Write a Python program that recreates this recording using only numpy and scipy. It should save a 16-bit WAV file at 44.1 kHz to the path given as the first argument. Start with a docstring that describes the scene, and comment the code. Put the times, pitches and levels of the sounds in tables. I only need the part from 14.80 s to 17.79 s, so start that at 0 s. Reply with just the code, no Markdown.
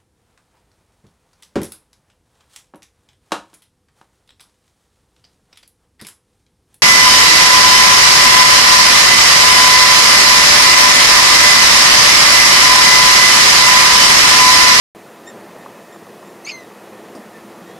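"""Open grassland, from a hand-held camera. After a moment of silence, wind rumbles over a faint hum.
Far off an animal chirps about three times a second, and the camera ticks now and then.
At 1.65 s a nearer prairie dog gives one bright bark: a clean rising whistle that breaks up at its top,
then sinks and fades. From 2.35 s the camera is bumped three times; a faint whine climbs at the end."""
import sys
import numpy as np
from scipy import signal
from scipy.fft import rfft, irfft
from scipy.io import wavfile
from scipy.ndimage import uniform_filter1d

SR = 44100
rng = np.random.default_rng(int(sys.argv[2]) if len(sys.argv) > 2 else 0)


def wrap_up_sound(samples):
    """Save the sound to the file named by the first command line argument, as 16-bit audio."""
    columns = np.atleast_2d(samples).T
    # keep every value between -1 and 1, then stretch to whole-number steps
    tamed = np.clip(columns, -1, 1)
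    steps = np.round(tamed * 32767).astype(np.int16)
    wavfile.write(sys.argv[1], SR, steps)


N = 131859
T = np.arange(N) / SR


def amp(db):
    """Decibels to gain."""
    return 10 ** (np.asarray(db) / 20)


def unit(x):
    """Scales to rms 1."""
    return x / np.sqrt(np.mean(x ** 2) + 1e-20)


def curve(table, t):
    """The columns of a table of (s, ..) rows at the times t."""
    s, *columns = np.transpose(table)
    return [np.interp(t, s, c) for c in columns]


def colour(table, hz):
    """Reads a spectrum in dB on a log-frequency axis."""
    f, db = np.transpose(table)
    return np.interp(np.log(hz + 1), np.log(f + 1), db)


def noise(gain_at):
    """Noise of rms 1 with the given gain over frequency."""
    return unit(irfft(rfft(rng.standard_normal(N)) * gain_at(np.fft.rfftfreq(N, 1 / SR)), N))


def band(hz, width_hz):
    """Noise in one steep resonance."""
    return noise(lambda f: (1 + (2 * (f - hz) / width_hz) ** 2) ** -1.5)


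def wander(hz):
    """Smooth random motion up to a rate."""
    return noise(lambda f: np.exp(-(f / hz) ** 2))


def phase(hz):
    """Running phase of a frequency curve."""
    return 2 * np.pi * np.cumsum(hz) / SR


def blow(start, rise, t60):
    """Envelope with a quick rise and an exponential decay."""
    t = np.maximum(T - start, 0)
    return np.minimum(t / rise, 1) * np.exp(-np.log(1000) * t / t60)


def bark(flutter_hz=280, jitter=.011, shimmer_db=1.5, rasp_db=-33):
    """The near animal whistles; at the top a second oscillator adds side tones and the throat rasps."""
    # Each row: time in seconds, pitch in Hz.
    pitch = [(1.646, 1990), (1.653, 2050), (1.658, 2150), (1.668, 2220), (1.674, 2280), (1.686, 2310),
             (1.693, 2490), (1.702, 2520), (1.711, 2310), (1.718, 2165), (1.729, 2098), (1.757, 2092),
             (1.77, 2056), (1.8, 2025), (1.825, 1985), (1.855, 1910)]
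    # Each row: time in seconds, then the levels of harmonics one to four in dB.
    harmonics = [(1.646, -58, -64, -50, -80), (1.651, -39, -50, -33.5, -60), (1.659, -54, -36, -37.5, -54),
                 (1.667, -44, -50, -39, -48), (1.675, -27.5, -35, -41, -62),
                 (1.689, -34.5, -38, -44.5, -55), (1.701, -27, -39.5, -57, -66),
                 (1.713, -42.5, -37, -66, -70), (1.719, -39, -36, -39, -62),
                 (1.733, -38, -41.5, -43.5, -70), (1.757, -37, -43.5, -41.5, -72),
                 (1.774, -40.5, -55, -58, -76), (1.8, -41, -51, -52, -80), (1.822, -48, -63, -63, -82),
                 (1.855, -65, -58, -76, -90)]
    # How far the voice breaks up. Each row: time in seconds, roughness from 0 to 1.
    roughness = [(1.658, 0.1), (1.667, 0.54), (1.68, 0.4), (1.695, 1), (1.712, 0.86), (1.723, 0.37),
                 (1.735, .05)]
    # Each row: offset from a harmonic in flutter rates, relative level in dB at full roughness.
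    side_tones = [(-2, -19), (-1, -11), (1, -4), (2, -10)]
    # Throat resonances. Each row: centre in Hz, width in Hz, relative level in dB.
    throat = [(2660, 560, -2), (3430, 2100, -8), (4940, 510, -4), (6300, 1500, -8.5)]
    hz = curve(pitch, T)[0]
    rough = np.clip(curve(roughness, T)[0], 0, 1)
    turn = phase(hz * (1 + jitter * rough * wander(500) + .0024 * wander(113)))
    flutter = phase(flutter_hz * (1 + .2 * wander(162)))
    sides = sum(amp(db) * np.exp(1j * m * (flutter + rng.uniform(0, 2 * np.pi))) for m, db in side_tones)
    voice = 0
    for k, db in enumerate(curve(harmonics, T), 1):
        gain = amp(db + shimmer_db * wander(110))
        voice += gain * np.exp(1j * (k * turn + rng.uniform(0, 2 * np.pi)))
    whistle = np.sqrt(2) * ((1 + rough * sides) * voice).real
    rasp = unit(sum(amp(db) * band(centre, width) for centre, width, db in throat))
    start, end = harmonics[0][0], harmonics[-1][0]
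    gate = np.clip(np.minimum(T - start, end - T) / .0017, 0, 1)
    return gate * (whistle + amp(rasp_db) * rough * rasp)


def chirps(sag=.012, flicker_db=4):
    """The far animal's short calls arch and sag in pitch, blurred by the moving air on the way."""
    # Each row: centre in seconds, length in seconds, pitch in Hz, arch as a share of the pitch,
    # level in dB, treble tilt in dB per harmonic.
    calls = [(0.489, 0.06, 1850, .075, -44.5, 0), (0.816, 0.058, 1837, .035, -48.5, -4),
             (1.139, 0.066, 1837, 0.032, -51.5, 0), (1.483, 0.082, 1835, 0.029, -55, -0.5),
             (1.826, .06, 1860, .03, -48.5, -4.5), (2.172, .06, 1818, .03, -53, -6),
             (2.562, 0.079, 1790, 0.031, -47, -12), (2.895, .07, 1860, 0.036, -48.5, -3)]
    # Relative levels of harmonics one to five in dB, before the tilt.
    harmonics_db = [-0.5, -7, -10.5, -3, -19]
    jitter = 1 + .004 * wander(172)
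    flicker = amp(flicker_db * wander(120))
    out = np.zeros(N)
    for centre, length, hz, arch, db, tilt_db in calls:
        u = np.clip(2 * (T - centre) / length, -1, 1)  # -1 to 1 across the call
        turn = phase(hz * (1 - arch * u ** 2 - sag * u ** 3) * jitter)
        tone = sum(amp(db + h + k * tilt_db) * np.sin((k + 1) * turn) for k, h in enumerate(harmonics_db))
        out += (1 - u ** 2) * tone
    return np.sqrt(2) * flicker * out


def scatter(calls, level_db=-17.5, t60_s=.17):
    """Ground and grass return a thin, short tail to the microphone."""
    t = np.arange(SR // 2) / SR
    echoes = rng.standard_normal(len(t)) * (rng.random(len(t)) < .05)
    tail = echoes * np.exp(-np.log(1000) * t / t60_s) * (t > .004)
    return amp(level_db) * signal.fftconvolve(calls, tail / np.linalg.norm(tail))[:N]


def handling():
    """Right at the microphone, the camera gives dry ticks and takes dull bumps with a little rustle."""
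    # Each row: start in seconds, level in dB, pitch in Hz.
    ticks = [(.764, -33, 830), (.861, -30, 1150), (.958, -35, 1200), (1.161, -35, 1000), (1.268, -36, 1000),
             (1.428, -31, 1150), (1.91, -35, 900)]
    # Each row: start in seconds, thud level in dB, rustle level in dB.
    bumps = [(2.348, -29.5, -43.5), (2.74, -39, -63), (2.797, -43, -70)]
    # The two spectra of a bump. Each row: frequency in Hz, relative density in dB.
    thud_spectrum = [(40, -33), (110, -15), (200, -17), (300, 8.5), (420, -10), (530, -7), (650, -4.5),
                     (950, -3), (1800, -38), (4000, -48)]
    rustle_spectrum = [(1000, -12), (2500, -5), (4200, -10), (5200, 6), (6200, -10), (9500, -1),
                       (12000, -17), (16000, -25)]
    ticking = sum(amp(db) * blow(start, rise=.0009, t60=.028) * band(hz, width_hz=700)
                  for start, db, hz in ticks)
    thud = noise(lambda f: amp(colour(thud_spectrum, f)))
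    rustle = noise(lambda f: amp(colour(rustle_spectrum, f)))
    bumping = sum(blow(start, rise=.0043, t60=.14) * (amp(thud_db) * thud + amp(rustle_db) * rustle)
                  for start, thud_db, rustle_db in bumps)
    return ticking + bumping


def wind(level_db=-39.5, gust_top_hz=2980, flicker_db=.6):
    """Wind over open ground: a lumpy low end that follows the gusts, under an even hiss."""
    # Each row: frequency in Hz, relative density in dB.
    air_spectrum = [(15, -64), (25, -34), (75, -28), (99, -16.5), (165, -8.5), (204, -3), (290, -7.5),
                    (340, -1.5), (369, -3.5), (400, -1.5), (1030, -9.5), (1340, -12), (1540, -16.5),
                    (1860, -12.5), (2180, -19), (3640, -24.5), (4890, -27), (7130, -28), (7730, -28),
                    (13200, -32), (15600, -35)]
    # Each row: time in seconds, relative wind strength in dB.
    gusts = [(.15, -2.5), (.38, -2), (.55, 1), (.85, -0.25), (1.05, -2), (1.6, -1.5), (2, -1), (2.25, .5),
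             (2.6, -1), (2.8, -1), (2.99, -1)]
    air = noise(lambda f: amp(colour(air_spectrum, f)))
    hz, t, spectra = signal.stft(air, SR, nperseg=512)
    grain = rng.standard_normal(spectra.shape)
    patches_db = unit(uniform_filter1d(uniform_filter1d(grain, size=6, axis=0), size=8, axis=1))
    swing_db = curve(gusts, t)[0] + patches_db + flicker_db * rng.standard_normal(len(t))
    spectra *= amp(swing_db / (1 + (hz[:, None] / gust_top_hz) ** 2))
    return amp(level_db) * unit(signal.istft(spectra, SR, nperseg=512)[1][:N])


def hum():
    """Faint wavering tones behind the wind, and the camera's own thin, high whine."""
    # Each row of both: centre in Hz, level in dB, width in Hz.
    hum_tones = [(110.8, -66, 10.4), (205.5, -55, 30), (336.4, -52.5, 3), (684, -57.5, 38), (999, -61, 22),
                 (2557, -63.5, 78)]
    camera_tones = [(10045, -73, 150), (13410, -78, 200)]
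    return sum(amp(db) * band(hz, width) for hz, db, width in hum_tones + camera_tones)


def rumble():
    """A low band of noise swells a few times in the last second."""
    # Each row: time in seconds, level in dB.
    swells = [(2.2, -64), (2.34, -57), (2.39, -46), (2.46, -57), (2.58, -59), (2.66, -44), (2.72, -54),
              (2.81, -40.5), (2.87, -59), (2.99, -45)]
    return amp(curve(swells, T)[0]) * band(217, width_hz=114)


def rising_whine(start_s=2.84, fade_s=.05, base_hz=1580, climb_hz_per_s=1200, hiss_db=-61):
    """A faint, thin whine with some hiss fades in and climbs."""
    # Each row: multiple of the base pitch, level in dB.
    partials = [(2, -58), (2.5, -73), (3, -69)]
    t = np.maximum(T - start_s, 0)
    turn = phase((base_hz + climb_hz_per_s * t) * (1 + .0075 * wander(200)))
    tones = np.sqrt(2) * sum(amp(db) * np.sin(k * turn) for k, db in partials)
    hiss = amp(hiss_db) * band(4200, width_hz=5500)
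    return np.minimum(t / fade_s, 1) * (tones + hiss)


def scene():
    """Both animals and the background reach the left and right channels alike."""
    calls = bark() + chirps()
    mono = calls + scatter(calls) + wind() + hum() + rumble() + rising_whine() + handling()
    return np.array([mono, mono])


def record(dry):
    """The camera starts after a moment of silence, with a narrow notch and a band limit."""
    start_s, notch_hz, top_hz = .149, 7900, 15720
    notched = signal.lfilter(*signal.iirnotch(notch_hz, Q=35, fs=SR), dry)
    lowpass = signal.firwin(511, top_hz, window=("kaiser", 9), fs=SR)
    return signal.oaconvolve(notched * (T >= start_s), lowpass[None], "same")


dry = scene()
out = record(dry)
wrap_up_sound(out)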